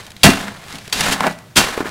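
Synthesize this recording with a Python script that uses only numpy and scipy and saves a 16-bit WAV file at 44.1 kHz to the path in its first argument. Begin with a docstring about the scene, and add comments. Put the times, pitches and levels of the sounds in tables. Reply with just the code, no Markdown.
"""A long-handled steel tool chops and drags through stiff concrete mix in a steel wheelbarrow, heard close by.
Bites and grit are bursts of random tiny cracks, filtered to colour them; the blade and tray ring as fading sines.
Knocks are filtered taps, wet clods are short low thumps with a squash, and pebbles are brief bright crackles.
Quick reflections and a short echo follow, over a low outdoor rumble; the loudest peaks are clipped."""
import sys
import numpy as np
from scipy import signal
from scipy.fft import rfft, irfft
from scipy.io import wavfile

SR = 44100
rng = np.random.default_rng(int(sys.argv[2]) if len(sys.argv) > 2 else 0)


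def transcribe(signal):
    """Save signal, clipped to [-1, 1], as a 16-bit WAV file at the path in sys.argv[1]."""
    frames = np.atleast_2d(signal).T
    limited = np.clip(frames, -1, 1)
    pcm = np.round(limited * 32767).astype(np.int16)
    wavfile.write(sys.argv[1], SR, pcm)


N = 83790
TIME = np.arange(N) / SR  # seconds

# Tones of the loaded tray. Each row: pitch in Hz, relative level in dB, time to fade by 60 dB in seconds.
TRAY_TONES = [(167.5, 1.5, 0.4), (203.6, 4, .25), (272, 2, 0.25), (471.7, -8, 0.2), (672, -3.5, 0.28),
              (698.3, -3.5, 0.22), (878, -11, 0.17), (953, -14.5, 0.3), (1257, -23.5, 0.34),
              (1525, -4, 0.16), (1736, -9.5, 0.092), (1960, -3, 0.2)]
# Colour of the fine grit and pebbles. Each row: frequency in Hz, relative power per hertz in dB.
GRIT_SHAPE = [(200, 2), (1000, -14), (2000, -0.5), (3800, -1), (5500, -6), (8000, -8.5), (11000, -13.5),
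              (16000, -25)]
# Colour of the churning wet mass. Each row: frequency in Hz, relative power per hertz in dB.
CHURN_SHAPE = [(30, -47.5), (110, -14), (200, -2), (330, -0.5), (800, 4.5), (1800, 3), (3000, -11),
               (6000, -23.5), (16000, -27)]

# Tiny cracks: average number per second, and how much their sizes spread in dB
BITE_PER_S, BITE_SPREAD_DB = 11000, 1
GRIT_PER_S, GRIT_SPREAD_DB = 8400, 2
CHURN_PER_S, CHURN_SPREAD_DB = 2500, 3.0


def from_db(db):
    """Turn decibels into a gain."""
    return 10 ** (np.asarray(db) / 20)


def rms_one(x):
    """Scale a signal to an average (RMS) level of one."""
    return x / np.sqrt(np.mean(x ** 2) + 1e-20)


def colour(x, points):
    """Filter to the given shape with no sound ahead of time (minimum phase), keeping the power of white noise."""
    hz, db = np.transpose(points)
    grid = np.maximum(np.fft.rfftfreq(2 * N, 1 / SR), 1)
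    shape = rms_one(from_db(np.interp(np.log(grid), np.log(hz), db)))
    # Folding the cepstrum (the spectrum of the log gain) forward gives the minimum-phase filter
    cepstrum = irfft(np.log(shape))
    cepstrum[1:N] *= 2
    cepstrum[N + 1:] = 0
    response = np.exp(rfft(cepstrum))
    return irfft(rfft(x, 2 * N) * response)[:N]


def grains(per_s, spread_db):
    """Tiny cracks at random moments, many small and a few large, scaled to RMS one."""
    sizes = from_db(spread_db * np.minimum(rng.exponential(1, N), 5))
    signs = rng.choice([-1, 1], N)
    happens = rng.random(N) < per_s / SR
    return rms_one(sizes * signs * happens)


def swell(start, rise, hold, fall_db):
    """A push that rises, holds, then falls by a steady number of dB per second."""
    age = TIME - start
    attack = np.clip(age / rise, 0, 1) ** 2
    return attack * from_db(-abs(fall_db) * np.maximum(age - rise - hold, 0))


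def ringing(modes):
    """What a solid body gives after one tap: sines that fade, with alternating signs."""
    out = 0
    for k, (hz, db, t60) in enumerate(modes):
        fade = from_db(db - 60 * TIME / t60)
        out = out + (-1) ** k * fade * np.sin(2 * np.pi * hz * TIME)
    return out


def rub(force, modes):
    """A ringing body driven by a rough force, at about the level of that force."""
    tap = ringing(modes)
    return signal.fftconvolve(force, tap / np.linalg.norm(tap))[:N]


def at(start, sound):
    """Delay a sound to its start time in seconds."""
    return np.concatenate([np.zeros(max(int(start * SR), 0)), sound])[:N]


def outdoor_rumble():
    """Steady random noise, filtered to be strongest in the bass."""
    # Each row: frequency in Hz, relative power per hertz in dB.
    air_shape = [(20, -16), (50, -11.5), (100, 7), (160, 2), (300, -9), (1000, -15), (4000, -20),
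                 (16000, -30.5)]
    level_db = -44.5
    return from_db(level_db) * colour(rng.standard_normal(N), air_shape)


def surroundings(x):
    """Quick reflections between the tray walls, then a diffuse echo whose treble dies first."""
    # Reflections between the walls. Each row: delay in seconds, level in dB.
    walls = [(.0013, -26), (.0029, -22), (.0047, -21)]
    echo_db, echo_delay_s, split_hz = -17.5, .012, 1400
    low_t60_s, treble_t60_s = 0.53, 0.36  # time to fade by 60 dB
    reflected = x + sum(from_db(db) * at(s, x) for s, db in walls)
    near = reflected / np.sqrt(1 + sum(from_db(db) ** 2 for s, db in walls))

    noise = rng.standard_normal(N)
    low = signal.sosfilt(signal.butter(1, split_hz, fs=SR, output="sos"), noise)
    treble = noise - low
    tail = low * from_db(-60 * TIME / low_t60_s) + treble * from_db(-60 * TIME / treble_t60_s)
    echo = signal.fftconvolve(near, at(echo_delay_s, tail / np.linalg.norm(tail)))[:N]
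    return near + from_db(echo_db) * echo


def ticks():
    """Each loose pebble lands with a few milliseconds of bright crackle."""
    # Each row: start in seconds, level in dB.
    tick_table = [(0.066, -27.5), (.1045, -28), (0.118, -32), (.1655, -29.5), (0.64, -34.5), (0.683, -29.5),
                  (0.726, -25.5), (0.755, -27), (0.785, -26.5), (0.855, -34), (.878, -25.5), (0.898, -30),
                  (1.008, -7), (1.206, -16.5), (1.268, -15), (1.311, -30), (1.388, -32.5), (1.892, -27.5)]
    fade_s = 0.0026
    level = sum(at(s, from_db(db) * np.exp(-TIME / fade_s)) for s, db in tick_table)
    return colour(level * grains(BITE_PER_S, BITE_SPREAD_DB), GRIT_SHAPE)


def clods():
    """Wet clods drop back: each gives a soft thump of a cycle or two and a brief wet squash."""
    # Each row: start in seconds, level in dB, pitch in Hz.
    clod_table = [(.882, -31, 400), (1.269, -10.5, 450), (1.7765, -7.5, 466), (1.8054, -7.5, 327),
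                  (1.8124, -16.5, 328), (1.827, -19.5, 314), (1.856, -16, 336)]
    peak_cycles = 0.44  # cycles until the thump's envelope is strongest
    squash_db, squash_s = -12.5, 0.0074  # level beside the thumps, fade time
    thumps, squash_level = 0, 0
    for s, db, hz in clod_table:
        age = TIME * hz / peak_cycles
        thump = age * np.exp(1 - age) * np.sin(2 * np.pi * hz * TIME)
        thumps = thumps + at(s, from_db(db) * thump)
        squash_level = squash_level + at(s, from_db(db) * np.exp(-TIME / squash_s))
    squash = colour(squash_level * rng.standard_normal(N), CHURN_SHAPE)
    return thumps + from_db(squash_db) * squash


def knocks():
    """The blade and stones knock on the tray: a damped thud with some crumbling, and a ring of the tray."""
    # Each row: start in seconds, peak level in dB, pitch in Hz, peak level of the tray ring in dB.
    knock_table = [(0.2427, 3, 610, 3.5), (.2585, 0, 650, -1.5), (.2745, -6.5, 474, -6.5),
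                   (0.2909, 1.5, 245, -15), (0.482, -11.5, 1530, -41), (0.739, -29, 188, -26.5),
                   (1.2071, -1, 1030, -16), (1.2395, -4.5, 910, -11.5), (1.247, -7, 780, -31),
                   (1.2671, -2, 730, -11), (1.2749, -6, 510, -32.5)]
    thud_q = 1.65  # low, so the thud hardly rings
    crumble_db, crumble_s = -25, 0.0059  # noise level beside the tap, fade time
    out, tray = 0, ringing(TRAY_TONES)
    tray = tray / np.abs(tray).max()
    for s, db, hz, ring_db in knock_table:
        crumble = from_db(crumble_db) * rng.standard_normal(N) * np.exp(-TIME / crumble_s)
        force = crumble + (TIME == 0) + 1e-18  # the tap is one sample; the tiny offset is inaudible
        thud = signal.lfilter(*signal.iirpeak(hz, thud_q, fs=SR), force)
        thud = signal.lfilter(*signal.butter(1, 2 * hz, fs=SR), thud)  # soften the treble
        out = out + at(s, from_db(db) * thud / np.abs(thud).max() + from_db(ring_db) * tray)
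    return out


def shoves():
    """The blade wedges the mix against the tray: a dull crunch, and the boom of the shuddering tray."""
    # Each row: start in seconds, level in dB, rise in seconds, hold in seconds, fall in dB per second,
    # tray ring in dB.
    shove_table = [(0.231, -4, 0.0093, 0.013, 332, -9), (1.56, -14, 0.004, 0.026, 450, -35)]
    # Each row: frequency in Hz, relative power per hertz in dB.
    shove_shape = [(25, -14), (70, -3), (130, 4), (220, 4.5), (370, -3), (700, -6), (1800, -5.5),
                   (4000, -16), (16000, -28)]
    out, force = 0, grains(CHURN_PER_S, CHURN_SPREAD_DB)
    for s, db, rise, hold, fall, ring_db in shove_table:
        push = force * swell(s, rise, hold, fall)
        crunch = from_db(db) * colour(push, shove_shape)
        boom = from_db(ring_db) * rub(push, TRAY_TONES)
        out = out + crunch + boom
    return out


def drag():
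    """Sand scratches along the slipping blade while coarser stones churn and make the tray drone."""
    # Each row: time in seconds, grit on the blade in dB, churn of the wet mass in dB, drone of the tray in dB.
    drag_table = [(0, -39, -38.5, -53), (0.048, -42, -44.5, -49), (.14, -58, -52, -62),
                  (.23, -39.5, -63, -47), (0.248, -39, -6, -26), (.3, -17, -22, -30),
                  (.36, -29.5, -30.5, -36), (.47, -35, -32.5, -33.5), (.52, -41.5, -37.5, -47),
                  (0.619, -44.5, -43, -53), (.7, -38, -40, -52), (.75, -35.5, -35.5, -51),
                  (.81, -43.5, -47, -53), (0.921, -43, -47.5, -49), (0.931, -30.5, -29.5, -37),
                  (.978, -21.5, -29, -40), (0.995, -19.5, -21, -33), (1.08, -21.5, -23.5, -25.5),
                  (1.135, -22, -24, -36.5), (1.17, -35, -29, -40), (1.22, -33.5, -22.5, -40),
                  (1.278, -33, -21, -28), (1.33, -40.5, -42.5, -50), (1.369, -51, -49.5, -47),
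                  (1.555, -71, -59, -61), (1.581, -18, -20.5, -53), (1.63, -21, -18, -38),
                  (1.69, -29, -27.5, -47), (1.759, -31, -27.5, -51), (1.84, -41.5, -35.5, -39),
                  (1.861, -36, -25.5, -36), (1.9, -38, -33, -39)]
    slip_per_s, slip_db = 140, 2  # the blade catches and slips: random level points per second, their spread
    s, *levels = np.transpose(drag_table)
    grit_gain, churn_gain, drone_gain = [from_db(np.interp(TIME, s, db)) for db in levels]

    wander = np.interp(TIME * slip_per_s, np.arange(N), rng.standard_normal(N))
    slip = from_db(slip_db * wander)
    grit = slip * grains(GRIT_PER_S, GRIT_SPREAD_DB)
    churn = slip * grains(CHURN_PER_S, CHURN_SPREAD_DB)

    scratch = colour(grit * grit_gain, GRIT_SHAPE)
    stones = colour(churn * churn_gain, CHURN_SHAPE)
    drone = rub(churn * drone_gain, TRAY_TONES)
    return scratch + stones + drone


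def bites():
    """The blade bites into the gravel: a burst of crushing, with which the blade clinks and rings."""
    # Each row: start in seconds, level in dB, rise in seconds, hold in seconds, fall in dB per second,
    # peak level of the blade clink in dB.
    bite_table = [(0.2326, -2.5, 0.00016, 0.0089, 387, 3), (0.9255, -14, 0.00043, 0.0034, 800, -12),
                  (1.118, -17, 0.0042, .011, 900, -37), (1.554, -16.5, 0.0056, 0.025, 260, -42),
                  (1.5658, -6.5, 0.003, 0.0026, 523, -14)]
    # Tones of the blade. Each row: pitch in Hz, relative level in dB, time to fade by 60 dB in seconds.
    blade_tones = [(2744, -8.5, 0.3), (3187, 2, 0.032), (3310, 5.5, 0.033), (4544, -1, 0.11)]
    # Each row: frequency in Hz, relative power per hertz in dB.
    bite_shape = [(100, -11), (500, -7), (1500, -0.5), (3500, 3.5), (5500, -0.5), (8500, -3),
                  (12000, -10.5), (16000, -16.5)]
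    blade_ring_db = -11.5
    level = sum(from_db(db) * swell(s, rise, hold, fall) for s, db, rise, hold, fall, _ in bite_table)
    force = grains(BITE_PER_S, BITE_SPREAD_DB) * level
    blade = ringing(blade_tones)
    blade = blade / np.abs(blade).max()
    clinks = sum(at(s, from_db(clink_db) * blade) for s, *_, clink_db in bite_table)
    crush = colour(force, bite_shape)
    return crush + from_db(blade_ring_db) * rub(force, blade_tones) + clinks


def scene():
    """The work in the wheelbarrow with its echo, over the rumble, alike in both channels."""
    work = bites() + shoves() + drag() + knocks() + clods() + ticks()
    mono = surroundings(work) + outdoor_rumble()
    return np.array([mono, mono])


def record(dry):
    """Peaks beyond full scale are clipped flat, then the highest treble is cut."""
    clipped = np.clip(dry, -1, 1)
    # At least 60 dB down from 16400 Hz upward
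    treble_cut = signal.cheby2(16, 60, 16400, fs=SR, output="sos")
    return signal.sosfilt(treble_cut, clipped)


dry = scene()
out = record(dry)
transcribe(out)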